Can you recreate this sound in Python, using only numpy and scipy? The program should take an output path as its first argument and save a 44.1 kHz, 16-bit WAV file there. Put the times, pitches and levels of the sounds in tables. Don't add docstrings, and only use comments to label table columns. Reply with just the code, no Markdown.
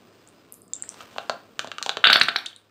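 import sys
import numpy as np
from scipy import signal
from scipy.fft import rfft, irfft
from scipy.io import wavfile
from scipy.ndimage import uniform_filter1d, minimum_filter1d

SR = 44100
rng = np.random.default_rng(int(sys.argv[2]) if len(sys.argv) > 2 else 0)


def pcm_store(signal):
    levels = np.round(np.clip(np.atleast_2d(signal), -1, 1) * 32767)
    wavfile.write(sys.argv[1], SR, levels.astype(np.int16).T)


N = 119070
TOP_HZ = 15400


def undb(db):
    return 10 ** (np.asarray(db) / 20)


def unit(x):
    return x / np.sqrt(np.mean(x ** 2) + 1e-20)


def on_log(points, hz):
    p = np.array(points)
    return np.interp(np.log(hz + 1), np.log(p[:, 0]), p[:, 1])


def curve(points):
    return undb(np.interp(np.arange(N) / SR, *np.array(points).T))


def response(points, size=2048):
    hz = np.arange(size // 2 + 1) * SR / size
    cepstrum = irfft(np.log(undb(on_log(points, hz))))
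    cepstrum[1:size // 2] *= 2
    cepstrum[size // 2 + 1:] = 0
    return irfft(np.exp(rfft(cepstrum)))


def colour(x, points):
    return signal.fftconvolve(x, response(points))[:len(x)]


def resonate(x, hz, width, db):
    return undb(db) * signal.lfilter(*signal.iirpeak(hz, hz / width, fs=SR), x)


def add(out, start_s, x):
    i = max(int(start_s * SR), 0)
    out[i:i + len(x)] += x[:max(N - i, 0)]


def ramp(u):
    return np.sin(np.pi / 2 * np.clip(u, 0, 1)) ** 2


def background():
    # frequency in Hz, relative density in dB per Hz.
    air_colour = [(18, -30.5), (30, -24.5), (189, -4), (319, -3.5), (394, -4), (740, -13), (822, -21.5),
                  (1160, -13.5), (1960, -31.5), (2680, -38), (4780, -27), (5600, -44.5), (8500, -32.5),
                  (10000, -53), (15500, -37.5)]
    # time in seconds, level in dB.
    air_level = [(0, -55.5), (.4, -58), (.68, -57), (1.0, -54.5), (1.55, -56.5), (2.7, -65.5)]
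    # frequency in Hz, width of each filter pass in Hz, dB against the air.
    whine_rows = [(5030, 40, -19), (14734, 60, -24.5)]
    hum_hz, hum_db = 104, -71.5
    t = np.arange(N) / SR
    air = unit(colour(rng.standard_normal(N), air_colour))
    for hz, width, db in whine_rows:
        once = resonate(rng.standard_normal(N), hz, width, 0)
        air = air + undb(db) * unit(resonate(once, hz, width, 0))
    hum = undb(hum_db) * unit(np.sin(2 * np.pi * hum_hz * t))
    return air * curve(air_level) + hum


def crackle():
    # time in seconds, level in dB.
    crackle_level = [(0, -61.5), (.45, -60.5), (.68, -73.5), (.8, -56.5), (.96, -54), (1.025, -47),
                     (1.07, -55), (1.2, -52), (1.5, -63), (1.68, -59.5), (1.95, -60.5), (2.4, -52),
                     (2.6, -67.5)]
    # frequency in Hz, relative level in dB.
    click_colour = [(50, -14.5), (150, -25.5), (500, 5.5), (1400, 3.5), (2100, -0.5), (2700, 1.5),
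                    (5000, -6.5), (8500, -11), (10500, -24.5), (13000, -16.5), (15500, -20.5)]
    clicks_per_s, spread_db = 1300, 2.5
    sizes = undb(spread_db * np.minimum(rng.exponential(size=N), 4)) * rng.choice([-1, 1], N)
    clicks = sizes * (rng.random(N) < clicks_per_s / SR)
    return unit(colour(clicks, click_colour)) * curve(crackle_level)


def pops(size=1024):
    # start in seconds, level in dB before the shared gain, pitch in Hz, decay constant in ms.
    pop_rows = [(.275, -34, 7400, 0.18), (.288, -36.5, 8700, 0.18), (0.524, -19.5, 10700, 0.083),
                (.541, -27.5, 7760, 0.12), (0.619, -31, 8840, 0.15), (0.68, -39, 7900, 0.17),
                (0.7346, -14, 7450, 0.95), (.7346, -23.5, 6200, .3), (0.7342, -29.5, 4630, 0.26),
                (0.735, -33, 3600, 1), (.753, -31, 7560, 1), (0.764, -27.5, 7330, 0.99),
                (0.8234, -14, 7710, 0.5), (0.837, -27, 1820, 0.29), (0.8911, -16, 8070, 0.22),
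                (0.8915, -20.5, 6070, 0.25), (0.931, -34, 1010, 0.34), (2.041, -34, 13200, 0.63),
                (2.103, -31.5, 13600, 0.62), (2.106, -29, 7140, 0.4), (2.1284, -12, 11420, 0.076),
                (2.136, -20.5, 7650, .25), (2.1688, -21, 8330, 0.061), (2.1997, -16.5, 7230, 0.15),
                (2.2124, -23.5, 8680, 0.7), (2.2336, -18, 7750, 0.07), (2.2333, -12, 2400, 0.2),
                (2.235, -23.5, 5800, 0.5), (2.2314, -28, 12800, 0.05), (2.3607, -24.5, 10800, 0.011),
                (2.3638, -20.5, 5490, 0.75), (2.3881, -16.5, 3610, 0.27), (2.3874, -30.5, 9300, 0.04),
                (2.4609, -16, 7070, 0.08), (2.4623, -18.5, 3570, 0.45), (2.529, -36, 3236, 1),
                (2.562, -30, 3790, 0.4), (2.5628, -31.5, 8390, 0.13)]
    attack_ms, shared_db = 0.082, 4.5
    band_ratio, widen_ms = 1.06, 0.016
    out, t = np.zeros(N), np.arange(size) / SR
    ms = t * 1000
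    for start, db, hz, decay in pop_rows:
        envelope = ramp(ms / attack_ms) * np.exp(-np.maximum(ms - attack_ms, 0) / decay)
        ring = envelope * np.sin(2 * np.pi * hz * t)
        ratio = np.clip(band_ratio + widen_ms / decay, 1.05, 2.5)
        band = signal.butter(2, [hz / ratio, min(hz * ratio, TOP_HZ)], "bandpass", fs=SR)
        add(out, start, undb(db + shared_db) * signal.lfilter(*band, ring))
    return out


def creases(size=1024):
    # start in seconds, pouch body in Hz, film panel in Hz, then relative levels in dB
    crease_rows = [(0.8375, 1810, 4400, -18, -20, -13, -23.5, -30),
                   (0.9426, 900, 3800, -8, -13, -13, -20.5, -23),
                   (1.006, 1280, 2700, -7, -7.5, -6, -13, -55),
                   (1.0101, 1200, 3500, -10, -27, -7, -26, -19),
                   (1.1618, 730, 3000, -3, -0.5, -2.5, -21.5, -48),
                   (1.1829, 800, 3100, -2.5, 9, 10, 0, -16), (1.2963, 830, 4550, 7.5, 15, 15.5, 5, -7),
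                   (1.5928, 1680, 3070, 4.5, 3, 10.5, 5.5, -1.5),
                   (1.6449, 850, 3000, 4.5, 3.5, -3.5, -12.5, -19),
                   (1.673, 517, 3600, -1, -5, -4.5, -11, -17.5),
                   (1.684, 407, 3800, -0.5, -14, -18, -20.5, -34.5),
                   (1.7162, 1670, 2800, -21, -3.5, 1.5, -2.5, -15.5),
                   (1.7832, 1260, 2900, -12, -5.5, 5, -3.5, -12.5),
                   (1.8148, 960, 3000, -3.5, -4, 0.5, -32, -37),
                   (1.8266, 1510, 4150, -26.5, -15.5, 0, 3.5, 0), (1.862, 770, 3300, 3, 9.5, -1.5, 1.5, -5),
                   (1.8931, 1350, 3650, -1.5, 11.5, 9, 10.5, -2.5),
                   (1.9703, 543, 3300, 7.5, 8, 9.5, 2.5, -11.5)]
    # lower edge in Hz, upper edge in Hz.
    band_edges = [(150, 275), (560, 1080), (1100, 1300), (2400, 4500), (5600, 9000)]
    # frequency in Hz, relative level in dB.
    film_colour = [(40, -47), (110, -9.5), (250, -6.5), (600, 1), (1000, -2.5), (1600, 1.5), (1850, -3.5),
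                   (2080, -6.5), (2450, -0.5), (3700, -2), (4500, -2), (5150, -4), (5800, 2.5), (7300, 2),
                   (10000, -18), (15000, -25)]
    shared_db = -0.5
    ring_db, ring_decay_s, ring_rise_s = -7.5, 0.0031, 0.0023
    body_width_hz, body_db = 257, 0.5
    panel_width_hz, panel_db = 620, 5
    lag_ms = 0.888
    out, t = np.zeros(N), np.arange(size) / SR
    khz = np.arange(size // 2 + 1) * SR / size / 1000
    spread = np.exp(-4j * np.pi * lag_ms * np.sqrt(khz))
    for start, body_hz, panel_hz, *bands_db in crease_rows:
        rustle = rng.standard_normal(size) * np.exp(-t / ring_decay_s) * ramp(t / ring_rise_s)
        ring = undb(ring_db) * unit(rustle) / np.sqrt(size)
        ring[0] += 1
        points = [(hz, db) for edges, db in zip(band_edges, bands_db) for hz in edges]
        snap = response(points)
        body = resonate(snap, body_hz, body_width_hz, body_db)
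        panel = resonate(snap, panel_hz, panel_width_hz, panel_db)
        dispersed = irfft(rfft(ring) * spread)
        add(out, start, undb(shared_db) * signal.fftconvolve(snap + body + panel, dispersed))
    return colour(out, film_colour)


def flutter(size):
    time_scale_ms = 0.74
    window = np.hanning(max(int(2 * time_scale_ms * SR / 1000), 4))
    return unit(np.convolve(rng.standard_normal(size), window, "same"))


def fluttering_tone(hz, wet):
    level_db, pitch_share = 2.5, 0.061
    level = undb(level_db * wet * flutter(len(hz)))
    wobbly_hz = hz * (1 + pitch_share * flutter(len(hz)))
    return level * np.sin(2 * np.pi * np.cumsum(wobbly_hz) / SR)


def spit_gate(ms, end_ms):
    attack_ms, release_ms = 0.88, 0.66
    return ramp(ms / attack_ms) * ramp((end_ms - ms) / (2 * release_ms) + .5)


def spits(size=4096):
    # start in seconds, level in dB before the shared gain,
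    # start pitch in Hz, mean rise in Hz per ms, length in ms, upper mode in dB, change of the lower mode
    # after the choke in dB, cavity in Hz, spray in dB before its decay.
    spit_rows = [(2.0399, 6.5, 1032, 531, 5.57, -10.5, 2.5, 1490, -20.5),
                 (2.0693, 0.5, 1180, 422, 5.8, -3, -3, 1500, -15),
                 (2.0989, 4, 1025, 550, 5.5, -10, -4.5, 1510, -14),
                 (2.1283, 3.5, 1224, 602, 6, -1.5, -1.5, 1610, -8.5),
                 (2.1572, 0, 1090, 523, 5.5, -6, -7, 1520, -18),
                 (2.212, -0.5, 1204, 540, 6.6, -4.5, -2, 1450, -40),
                 (2.2838, -8.5, 1068, 463, 8.77, -11, -4.5, 1360, -12.5),
                 (2.3592, -9.5, 1313, 540, 6.3, -4.5, -4.5, 1680, -25),
                 (2.4501, -36, 1087, 219, 17.8, -23, 11, 1520, -13)]
    # frequency in Hz, relative level in dB.
    nozzle_colour = [(50, -42.5), (130, -11), (300, -6), (450, -5.5), (700, 1.5), (950, -6.5), (1500, -3.5),
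                     (1900, -8.5), (2350, -5.5), (2900, -5), (3550, -4.5), (4000, -8.5), (4500, -2.5),
                     (5200, -14.5), (6300, -13), (8500, -10), (10500, -28), (13200, -26.5), (15000, -45.5)]
    shared_db = 0.5
    upper_mode_hz, upper_share = 2158, 0.68
    pitch_bend = 0.642
    choke_share, choke_width_ms, choke_db = 0.54, 0.64, -2
    puff_db, puff_edge_hz = -17.5, 3760
    spray_decay_s, droplets_per_s = 0.005, 1200
    cavity_width_hz, cavity_db = 350, -10.5
    spout_ratio, spout_width_hz, spout_db = 2.42, 510, -2
    out, t = np.zeros(N), np.arange(size) / SR
    ms = t * 1000
    puff_filter = signal.butter(4, puff_edge_hz, fs=SR)
    for start, db, hz, rise, length, upper_db, late_db, cavity_hz, spray_db in spit_rows:
        gate = spit_gate(ms, length)
        past = (ms - choke_share * length) / choke_width_ms
        choke = undb(choke_db * np.exp(-past ** 2) + late_db * ramp(past / 2 + .5))
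        pitch = hz + rise * ms * (1 - pitch_bend + pitch_bend * ms / length)
        wet = ramp(ms / length * 2)
        lower = choke * gate * fluttering_tone(pitch, wet)
        upper_gate = spit_gate(ms, length * upper_share)
        upper = undb(upper_db) * upper_gate * fluttering_tone(pitch + upper_mode_hz, wet)
        rush = signal.lfilter(*puff_filter, rng.standard_normal(size))
        puff = undb(puff_db) * gate * unit(rush)
        droplets = rng.standard_normal(size) * (rng.random(size) < droplets_per_s / SR)
        spray = undb(spray_db) * unit(droplets) * np.exp(-t / spray_decay_s)
        jet = undb(db + shared_db) * (lower + upper + puff + spray)
        cavity = resonate(jet, cavity_hz, cavity_width_hz, cavity_db)
        spout = resonate(jet, cavity_hz * spout_ratio, spout_width_hz, spout_db)
        add(out, start, jet + cavity + spout)
    return colour(out, nozzle_colour)


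def kitchen(x, count=10):
    # frequency in Hz, relative level in dB.
    echo_colour = [(50, -6.5), (140, 1.5), (250, 2), (600, -3.5), (1500, -5), (3000, -6), (5000, -6),
                   (8000, -7), (14000, 0)]
    # frequency in Hz, time to fall by 60 dB in seconds.
    decay_times = [(150, 0.32), (700, 0.33), (2000, 0.38), (4000, 0.32), (8000, 0.2), (14000, 0.41)]
    tail_db, tail_delay_s = -6.5, 0.011
    early_db, early_decay_s, early_rise_s = -5.5, 0.017, 0.0098
    t, hz = np.arange(SR) / SR, np.arange(SR // 2 + 1)
    noise, tail = rfft(rng.standard_normal(SR)), 0
    centres = np.geomspace(100, 16000, count)
    for centre, weights in zip(centres, np.eye(count)):
        band = irfft(noise * on_log(list(zip(centres, weights)), hz), SR)
        tail = tail + band * np.exp(-np.log(1000) * t / on_log(decay_times, centre))
    early = rng.standard_normal(SR) * np.exp(-t / early_decay_s) * ramp(t / early_rise_s)
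    late = undb(tail_db) * unit(tail * ramp(t / tail_delay_s - 1))
    echo = (late + undb(early_db) * unit(early)) / np.sqrt(SR)
    return x + signal.fftconvolve(x, colour(echo, echo_colour))[:N]


def scene():
    close = crackle() + pops() + creases() + spits()
    return (kitchen(close) + background())[None]


def record(dry):
    limit, limit_s = .96, 0.008
    width = max(int(limit_s * SR), 3)
    needed = np.minimum(1, limit / (np.abs(dry) + 1e-9))
    gain = uniform_filter1d(minimum_filter1d(needed, width), width)
    low_pass = signal.ellip(8, .2, 70, TOP_HZ, fs=SR, output="sos")
    return signal.sosfilt(low_pass, dry * gain)


dry = scene()
out = record(dry)
pcm_store(out)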